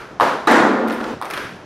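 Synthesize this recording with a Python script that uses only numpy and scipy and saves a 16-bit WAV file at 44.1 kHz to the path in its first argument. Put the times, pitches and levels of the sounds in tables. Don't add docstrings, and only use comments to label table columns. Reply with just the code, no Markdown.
import sys
import numpy as np
from scipy import signal
from scipy.fft import rfft, irfft, next_fast_len
from scipy.io import wavfile
from scipy.ndimage import uniform_filter1d, minimum_filter1d

SR = 44100
rng = np.random.default_rng(int(sys.argv[2]) if len(sys.argv) > 2 else 0)


def int16_out(signal):
    q = np.round(np.clip(np.atleast_2d(signal).T, -1, 1) * 32767)
    wavfile.write(sys.argv[1], SR, q.astype(np.int16))


N = 72765
SHELL_BUZZ_S, SHELL_HALL_DB = 0.031, 1.5


def panel():
    # frequency in Hz, gain in dB.
    crash_spectrum = [(40, -40), (150, -14.5), (230, -2), (500, 0.5), (900, 1), (1400, -1.5), (1850, -3),
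                      (2250, -11), (2800, -17.5), (3700, -19), (5000, -25.5), (7500, -29), (12000, -49),
                      (16000, -78)]
    sheet_spectrum = [(170, -38), (210, 4.5), (330, 2.5), (620, -6), (1000, -5.5), (1450, -11),
                      (2100, -25.5), (4000, -35.5), (9000, -55.5)]
    boom_spectrum = [(100, 5), (170, 3), (220, 38.5), (350, 22), (520, 25.5), (700, 25), (1000, 5),
                     (2000, 2), (8000, -37)]
    # frequency in Hz, T60 in seconds.
    crash_decay = [(250, 1.54), (1000, 1.01), (3500, 0.93), (10000, 0.59)]
    # frequency in Hz, level in dB.
    panel_modes = [(207, -24.5), (236, -15.5), (301, -19), (340, -22.5), (372, -32), (443, -23), (495, -22),
                   (522, -17.5), (746, -23.5), (868, -23.5), (1011, -24), (1400, -23.5), (1441, -23.5),
                   (1760, -27)]
    # frequency in Hz, level in dB, T60 in seconds.
    clank_modes = [(326, -9.5, 0.072), (860, -9, 0.056), (1220, 0.5, .03), (3874, -13, 0.028)]
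    # start in seconds, level in dB.
    booms = [(.835, -1), (1.122, -13)]
    strike_s, rattle_s, stop_s, stop_fade_s = .4716, 0.098, 1.143, 0.0028
    t = clock()
    swell = lambda hz: rise(0.00067 + 0.031 / (1 + (hz / 470) ** 2))
    decay_time = np.maximum(t - rattle_s, 0)
    rattle = lambda hz: swell(hz) * np.exp(-np.log(1000) * decay_time / curve(crash_decay, hz))
    crash = colour(by_band(rattle), crash_spectrum)
    sheet = colour(by_band(lambda hz: swell(hz) * fade(t60=2.84)), sheet_spectrum)
    modes = sum(swell(hz) * ring([(hz, db, 1.78)]) for hz, db in panel_modes)
    boom = colour(sum(amp(db) * at(burst(t60=.4), start) for start, db in booms), boom_spectrum)
    undamped = .5 - .5 * np.tanh((t - stop_s) / stop_fade_s)
    clank = ring(clank_modes) * rise(0.0026)
    ball = amp(10) * shell(burst(SHELL_BUZZ_S) + hall())
    return at(clank + ball + crash, strike_s) + undamped * (at(sheet + modes, strike_s) + boom)


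def bat():
    # start in seconds, then levels of pock, crack, hall and ball shell in dB.
    strokes = [(0.1991, 0, 2.5, -1, 4), (1.2142, -13.5, -7.5, -18, 1)]
    # frequency in Hz, level in dB, T60 in seconds.
    blade_modes = [(890, -6, .05), (1036, -0.5, 0.089), (1330, -27, 0.024)]
    # delay in seconds, gain of pock and shell in dB, gain of crack in dB.
    echoes = [(.0093, -6.5, 8.5), (0.0118, -9, -5), (.0178, -8, 0), (.0322, -3.5, -4)]
    # frequency in Hz, gain in dB.
    crack_spectrum = [(100, -19), (500, -2.5), (1500, 10), (2500, -1.5), (3800, 0), (5500, -13.5),
                      (7500, -24.5), (12000, -22.5), (16000, -32)]
    smack_spectrum = [(50, -7), (120, 6.5), (260, 26.5), (500, 31), (800, 35), (1200, 34.5), (1600, 28),
                      (2200, 19.5), (3600, 14.5), (5500, 7), (7500, 0), (12000, -8.5), (16000, -25)]
    pock_s = 0.0026
    pock = ring(blade_modes) * rise(0.00059) / (1 + (clock() / pock_s) ** 8)
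    out = 0
    for start, pock_db, crack_db, hall_db, shell_db in strokes:
        crack = lambda: amp(crack_db) * colour(burst(t60=0.019), crack_spectrum)
        direct = amp(pock_db) * pock + crack()
        early = sum(at(amp(pock_db + db) * pock + amp(bright_db) * crack(), delay)
                    for delay, db, bright_db in echoes)
        buzz = burst(SHELL_BUZZ_S)
        buzz += sum(amp(db) * at(burst(SHELL_BUZZ_S), delay) for delay, db, _ in echoes)
        tail = hall()
        smack = amp(hall_db) * colour(tail, smack_spectrum)
        ping = amp(shell_db) * shell(buzz + amp(SHELL_HALL_DB) * tail)
        out += at(direct + early + smack + ping, start)
    return out


def bounces():
    # start in seconds, levels of knock, shell, hall
    # and reflection in dB, resonance of the struck spot in Hz, its level in dB.
    impacts = [(-.13, -2.5, 3, 0.5, 12, 1460, -6), (0.5118, 7, 8, -3, 1, 1810, -8),
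               (.876, -7, -3, -1.5, 5.5, 3540, -45), (.898, 0, -18, -4, 1.5, 3080, -30),
               (0.919, -8, -1, -23, 0.5, 3620, -20), (.937, -14, -2.5, 0.5, 1, 3500, -44),
               (1.004, -14.5, -40, -11, 2.5, 1430, -6), (1.0342, -9, -26, 1, 9, 1390, -17),
               (1.254, -2.5, -3, -5.5, -7, 1140, -16.5), (1.3016, -2.5, 3, 1, 4.5, 1380, -15),
               (1.3365, 4, 9, -8, -10, 3240, -15), (1.3683, -3.5, -6, 1, 6.5, 1660, -15)]
    # frequency in Hz, gain in dB.
    knock_spectrum = [(80, -15), (400, 18.5), (750, 3), (1300, 14), (2200, 12), (2700, 7.5), (3300, 3.5),
                      (5000, -1), (7500, -10.5), (12000, -20.5), (16000, -29)]
    echo_s, spot_t60_s = 0.0073, 0.0078
    knocks, rings = 0, 0
    for start, knock_db, shell_db, hall_db, echo_db, spot_hz, spot_db in impacts:
        near = lambda t60: burst(t60) + amp(echo_db) * at(burst(t60), echo_s)
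        tail = amp(hall_db) * hall()
        blow = amp(-7.5) * near(t60=0.031) + tail
        spot = resonate(blow, [(spot_hz, spot_db, spot_t60_s)])
        ping = amp(shell_db) * shell(near(SHELL_BUZZ_S) + amp(SHELL_HALL_DB) * tail)
        knocks += amp(knock_db) * at(blow, start)
        rings += at(spot + ping, start)
    return colour(knocks, knock_spectrum) + rings


def shell(drive):
    # frequency in Hz, level in dB, T60 in seconds.
    shell_modes = [(5550, -42, 0.0073), (8980, -37.5, .009), (10100, -36, 0.0044), (11340, -37.5, 0.0059),
                   (12800, -41.5, 0.0043), (13600, -51, .004)]
    detune, scatter_db = .015, 1
    draws = rng.standard_normal((len(shell_modes), 2))
    modes = [(hz * (1 + detune * pitch), db + scatter_db * level, t60)
             for (hz, db, t60), (pitch, level) in zip(shell_modes, draws)]
    return resonate(drive, modes)


def feet():
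    # start in seconds, level in dB.
    footfalls = [(0.112, -0.5), (.205, 6), (0.329, 2), (0.591, 6.5), (0.871, -4), (1.129, 1.5), (1.44, 2.5),
                 (1.52, -1)]
    # frequency in Hz, gain in dB.
    step_spectrum = [(30, -10), (70, 6.5), (120, 14.5), (300, 12), (700, -3), (2000, -10), (8000, -29),
                     (16000, -55)]
    scuff_spectrum = [(500, -31), (3000, -33.5), (7000, -45.5), (12000, -57), (16000, -61)]
    scuff_s, scuff_width_s = 1.094, 0.044
    steps = sum(amp(db) * at(burst(t60=0.33), start) for start, db in footfalls)
    brush = np.exp(-.5 * ((clock() - scuff_s) / scuff_width_s) ** 2)
    return colour(steps, step_spectrum) + colour(noise(), scuff_spectrum) * brush


def hall():
    # frequency in Hz, T60 in seconds.
    hall_decay = [(150, 0.94), (600, 0.62), (1400, 0.66), (3700, 0.68), (9000, 0.66), (15000, 0.38)]
    # frequency in Hz, time constant in seconds.
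    build_up = [(300, 0.0084), (1000, 0.0027), (4000, 0.031), (10000, 0.021)]
    tail = by_band(lambda hz: fade(curve(hall_decay, hz)) * rise(curve(build_up, hz)))
    return at(tail / np.linalg.norm(tail[0]), start=.004)


def room_noise():
    # frequency in Hz, gain in dB.
    room_spectrum = [(20, -69), (65, -33.5), (130, -24), (300, -26.5), (700, -27.5), (1400, -35),
                     (2500, -48), (6000, -52.5), (10000, -75), (16000, -100)]
    return colour(noise(), room_spectrum)


def noise():
    # frequency in Hz, level of side relative to mid in dB.
    width = [(40, -8), (130, -36), (400, -19.5), (1200, -20.5), (2500, -17.5), (5000, -15.5), (8500, -10),
             (14000, -11.5)]
    mid, side = rng.standard_normal((2, N))
    return mid + colour(side, width) * np.array([[1], [-1]])


def burst(t60):
    envelope = fade(t60)
    return noise() * envelope / np.linalg.norm(envelope)


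def by_band(envelope):
    spectrum, centres = rfft(noise()), np.geomspace(125, 16000, 8)
    hz = np.fft.rfftfreq(N, 1 / SR)
    return sum(irfft(spectrum * curve(list(zip(centres, share)), hz), N) * envelope(centre)
               for centre, share in zip(centres, np.eye(len(centres))))


def ring(modes):
    return sum(amp(db) * np.sin(2 * np.pi * hz * clock()) * fade(t60) for hz, db, t60 in modes)


def resonate(drive, modes):
    return signal.fftconvolve(drive, ring(modes)[None])[:, :N]


def colour(x, points):
    size = next_fast_len(N) * 2
    gain = amp(curve(points, np.fft.rfftfreq(size, 1 / SR)))
    cepstrum = irfft(np.log(gain))
    cepstrum[1:size // 2] *= 2
    cepstrum[size // 2 + 1:] = 0
    return irfft(rfft(x, size) * np.exp(rfft(cepstrum)))[..., :N]


def curve(points, hz):
    frequencies, values = np.array(points, float).T
    return np.interp(np.log(np.maximum(hz, 1)), np.log(frequencies), values)


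def rise(tau_s):
    return 1 - np.exp(-clock() / tau_s)


def fade(t60):
    return np.exp(-np.log(1000) * clock() / t60)


def at(x, start):
    k = N - int(round(start * SR))
    return np.concatenate([0 * x, x, 0 * x], axis=-1)[..., k:k + N]


def amp(db):
    return 10 ** (np.asarray(db) / 20)


def clock():
    return np.arange(N) / SR


def scene():
    return bat() + panel() + bounces() + feet() + room_noise()


def record(dry):
    ceiling, window_s, top_hz = 1, .0015, 15600
    size = int(window_s * SR)
    gain = np.minimum(1, ceiling / (np.abs(dry).max(axis=0) + 1e-9))
    limited = dry * uniform_filter1d(minimum_filter1d(gain, size), size)
    return signal.sosfilt(signal.ellip(8, .2, 70, top_hz, fs=SR, output="sos"), limited)


dry = scene()
out = record(dry)
int16_out(out)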